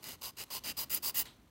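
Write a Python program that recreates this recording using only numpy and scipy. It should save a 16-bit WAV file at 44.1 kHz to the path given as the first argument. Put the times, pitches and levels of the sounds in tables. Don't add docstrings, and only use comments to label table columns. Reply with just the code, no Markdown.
import sys
import numpy as np
from scipy import signal
from scipy.io import wavfile

SR = 44100
rng = np.random.default_rng(int(sys.argv[2]) if len(sys.argv) > 2 else 0)


def int16_out(signal):
    q = np.round(np.clip(np.atleast_2d(signal).T, -1, 1) * 32767)
    wavfile.write(sys.argv[1], SR, q.astype(np.int16))


N = 66150
T = np.arange(N) / SR
HZ = np.fft.rfftfreq(4096, 1 / SR)

# frequency in Hz, gain in dB.
BRUSH_SPECTRUM = [(200, -13.5), (900, 3), (1600, 0), (2500, 2.5), (3900, 2), (5000, -1.5), (6000, -1.5),
                  (8000, -2.5), (10000, -5), (12000, -5), (16000, -9)]
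RASP_SPECTRUM = [(150, -14.5), (500, -7.5), (900, -0.5), (1600, -7), (2300, -1), (4000, -0.5), (7000, -1),
                 (9000, -0.5), (10500, -1.5), (13000, 0.5), (16000, 0.5)]
FIZZ_SPECTRUM = [(3000, -30), (8000, -11.5), (10200, -15.5), (11700, -5), (12700, -18), (13400, -6),
                 (14500, -7), (15300, -1), (15900, -2)]
# centre in Hz, width in Hz, lift in dB (sign ignored).
PUSH_RINGS = [(1957, 420, 9), (4134, 380, 6.5), (6360, 380, 6), (7180, 400, 4.5), (8300, 600, -1),
              (11850, 690, 5), (12700, 400, 2.5), (15200, 700, -0.5)]
PULL_RINGS = [(1055, 320, 8.1), (2100, 300, 1.2), (4200, 550, 5.1), (6120, 400, 4.9), (8400, 400, 2),
              (11920, 720, 4.9), (12850, 410, 4), (14300, 700, 2)]


def amp(db):
    return 10 ** (np.asarray(db) / 20)


def unit(x):
    return x / np.sqrt(np.mean(x ** 2) + 1e-20)


def level(points):
    return amp(np.interp(T, *np.transpose(points)))


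def swell(centre_s, half_s):
    return np.exp(-((T - centre_s) / half_s) ** 2)


def colour(x, spectrum, rings=()):
    points_hz, points_db = np.transpose(spectrum)
    broad = amp(np.interp(np.log(HZ + 1), np.log(points_hz), points_db))
    ring_power = sum((amp(abs(lift_db)) ** 2 - 1) / (1 + (2 * (HZ - hz) / width_hz) ** 2) ** 2
                     for hz, width_hz, lift_db in rings)
    gain = broad * np.sqrt(1 + ring_power)
    log_gain = np.log(np.r_[gain, gain[-2:0:-1]])
    response = np.exp(np.conj(signal.hilbert(log_gain)))
    taps = np.fft.ifft(response).real[:len(HZ)]
    return signal.fftconvolve(x, taps / np.linalg.norm(taps))[:N]


def band(hz, width_hz):
    noise = rng.standard_normal(N) + 1j * rng.standard_normal(N)
    shake = signal.lfilter(*signal.butter(2, width_hz / 2, fs=SR), noise)
    return unit((shake * np.exp(2j * np.pi * hz * T)).real)


def clumps(depth_db, length_s):
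    window = signal.windows.hann(max(3, int(2 * length_s * SR)))
    drift = unit(signal.fftconvolve(rng.standard_normal(N), window, "same"))
    return unit(amp(depth_db * drift))


def grit(per_s=21000, spread_db=1.9):
    size = amp(spread_db * np.minimum(rng.exponential(1, N), 4))
    return unit(size * rng.choice([-1, 1], N) * (rng.random(N) < per_s / SR))


def background():
    # time in seconds, level in dB.
    levels = [(0, -60.5), (.35, -66.5), (.6, -61), (.85, -60), (1.05, -59.5), (1.3, -60), (1.5, -65.5)]
    # frequency in Hz, gain in dB.
    spectrum = [(20, -6.5), (38, -11), (53, 6), (70, 0.5), (120, -4), (250, -2.5), (500, -13.5),
                (1000, -18.5), (3000, -28), (8000, -43), (16000, -39)]
    return level(levels) * colour(rng.standard_normal(N), spectrum)


def brushing():
    # time in seconds, level in dB.
    levels = [(0, -65), (.175, -70), (.21, -70), (.32, -75), (.36, -72), (.47, -66), (.62, -66), (.75, -66),
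              (.87, -65), (1.0, -75), (1.13, -65.5), (1.245, -60.5), (1.35, -72), (1.5, -75.5)]
    contact = level(levels) * clumps(depth_db=1.5, length_s=0.004)
    return colour(contact * grit(per_s=7000, spread_db=2.5), BRUSH_SPECTRUM, PULL_RINGS)


def stroke(start_s, length_s, attack_s, fastest_at):
    release_s, start_speed, end_speed = 0.005, 0.46, 0.12
    t = T - start_s
    contact = np.clip(t / attack_s, 0, 1) * np.clip((length_s - t) / release_s + 0.5, 0, 1)
    arch = np.sin(np.pi * np.interp(t / length_s, [0, fastest_at, 1], [0, 0.5, 1]))
    ramp = np.interp(t / length_s, [0, 1], [start_speed, end_speed])
    return contact, ramp + (1 - ramp) * arch ** 1.03


def filing():
    # start, length and attack in seconds, rasp and fizz in dB,
    # fastest point as a fraction of the length, nail ring in Hz, nail and file ring lifts in dB.
    strokes = [(0.02, 0.14, 0.015, -45.5, -57, 0.42, 2900, 8.5, 10.5),
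               (0.211, 0.1, 0.0077, -41.5, -45, 0.26, 2950, 7.5, 11),
               (.366, 0.081, 0.0057, -42, -65, 0.47, 2830, 9.5, 12.5),
               (0.5022, 0.093, 0.0018, -39, -42.5, 0.61, 2920, 10, 12.5),
               (0.637, 0.09, 0.00084, -37.5, -42, 0.63, 2795, 11.5, 14),
               (0.766, 0.084, 0.0055, -38.5, -33.5, 0.46, 2940, 5.5, 14),
               (.896, 0.096, 0.0018, -39, -30.5, 0.5, 2890, 12, 13.5),
               (1.021, 0.093, 0.0093, -37.5, -30.5, 0.61, 2820, 5, 14),
               (1.1414, 0.091, 0.0051, -37, -26.5, 0.59, 2940, 11, 11.5)]
    # centre and half length in seconds, gain in dB.
    skips = [(0.0385, 0.0016, -16), (.2265, .003, -8), (0.378, 0.0046, -5.5), (0.64, 0.0039, -4),
             (0.904, 0.0023, 2.5)]
    # frequency in Hz, gain in dB.
    thrum_spectrum = [(30, -18), (80, -2.5), (150, -3), (260, -3.5), (450, -2.5), (850, -4.5), (1500, -6),
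                      (3000, -48.5)]
    nail_width_hz, file_hz, file_width_hz = 460, 4885, 457
    mean_rasp_db = np.mean([row[3] for row in strokes])
    grip = amp(sum(db * swell(centre_s, half_s) for centre_s, half_s, db in skips))
    bite = clumps(depth_db=1.53, length_s=0.0016) * grip
    coarse, fine = bite * grit(), bite * grit()
    scrape, thrum_gain = np.zeros(N), np.zeros(N)
    for k, row in enumerate(strokes):
        start_s, length_s, attack_s, rasp_db, fizz_db, fastest_at, nail_hz, nail_db, file_db = row
        contact, speed = stroke(start_s, length_s, attack_s, fastest_at)
        main_rings = [(nail_hz, nail_width_hz, nail_db), (file_hz, file_width_hz, file_db)]
        rings = [PUSH_RINGS, PULL_RINGS][k % 2] + main_rings
        rasp = colour(amp(rasp_db) * contact * speed ** 0.91 * coarse, RASP_SPECTRUM, rings)
        fizz = colour(amp(fizz_db) * contact * speed ** 1.48 * fine, FIZZ_SPECTRUM, rings)
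        scrape += palm(rasp + fizz)
        thrum_db = -56 + 0.23 * (rasp_db - mean_rasp_db)
        thrum_gain += amp(thrum_db) * contact * speed ** 0.38
    return scrape + colour(thrum_gain * bite * rng.standard_normal(N), thrum_spectrum)


def palm(x):
    delay_s = rng.uniform(0.0005, 0.0016)
    return x + 0.2 * np.roll(x, int(delay_s * SR))


def snags(crack_gain=1.4, decay_s=0.0008):
    # start in seconds, force level in dB.
    grains = [(.0418, -33), (.091, -33.5), (0.1206, -33.5), (0.257, -29.5), (0.4378, -37), (.800, -33),
              (1.1992, -31)]
    # centre in Hz, width in Hz, lift in dB.
    rings = [(2940, 450, 6), (4500, 2100, 7.5), (11300, 790, 11.5)]
    crumble = sum(amp(db) * (T >= start_s) * np.exp(-abs(T - start_s) / decay_s)
                  for start_s, db in grains)
    force = crumble * rng.choice([-1, 1], N)
    for start_s, db in grains:
        force[int(start_s * SR)] += crack_gain * amp(db)
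    return colour(force, RASP_SPECTRUM, rings)


def bumps():
    # centre and half length in seconds, level in dB, frequency in Hz.
    events = [(0.09, 0.031, -60.5, 180.8), (0.422, .02, -60, 275), (0.695, .025, -52.5, 280),
              (.86, 0.032, -60, 148), (0.976, 0.0091, -51.5, 280), (1.211, 0.032, -57, 250)]
    return sum(amp(db) * swell(centre_s, half_s) * band(hz, width_hz=183)
               for centre_s, half_s, db, hz in events)


def squeaks():
    # centre and half length in seconds, resonance level in dB, frequency in Hz.
    events = [(0.9484, 0.0036, -26.5, 12100), (1.173, 0.00275, -34.5, 12120), (1.196, .007, -36.5, 12000)]
    spray = amp(-1) * colour(grit(), FIZZ_SPECTRUM)
    return sum(amp(db) * swell(centre_s, half_s) * (band(hz, width_hz=1900) + spray)
               for centre_s, half_s, db, hz in events)


def graze(peak_s, db, decay_s, rise_s=0.0037):
    rise = np.clip((T - peak_s) / rise_s + 1, 0, 1)
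    fade = np.exp(-np.maximum(T - peak_s, 0) / decay_s)
    return amp(db) * rise * fade * grit()


def slide_off():
    # frequency in Hz, gain in dB.
    swish_spectrum = [(300, 3.5), (1000, 4.5), (2500, 3), (4500, -0.5), (5500, -5), (9000, -2.5),
                      (10500, -26), (16000, -24)]
    # centre in Hz, width in Hz, lift in dB.
    swish_rings = [(3780, 1600, 12.5), (8300, 650, 5)]
    touch = colour(graze(peak_s=1.2565, db=-47.5, decay_s=0.011), BRUSH_SPECTRUM, PUSH_RINGS)
    swish = colour(graze(peak_s=1.27, db=-52, decay_s=0.034), swish_spectrum, swish_rings)
    return touch + swish


def room(x, db=-25, t60_s=0.28, predelay_s=0.004, cutoff_hz=6000):
    t = T[:SR // 2]
    tail = rng.standard_normal(len(t)) * amp(-60 * t / t60_s) * (t > predelay_s)
    tail = signal.lfilter(*signal.butter(1, cutoff_hz, fs=SR), tail)
    return amp(db) * signal.fftconvolve(x, tail / np.linalg.norm(tail))[:N]


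def scene():
    direct = filing() + snags() + squeaks() + brushing() + slide_off() + bumps()
    return (direct + background() + room(direct))[None]


def record(dry):
    low_hz, high_hz = 41.5, 15900
    highpass = signal.butter(6, low_hz, "highpass", fs=SR, output="sos")
    lowpass = signal.firwin(511, high_hz, window=("kaiser", 9), fs=SR)
    return signal.oaconvolve(signal.sosfilt(highpass, dry), lowpass[None], "same")


dry = scene()
out = record(dry)
int16_out(out)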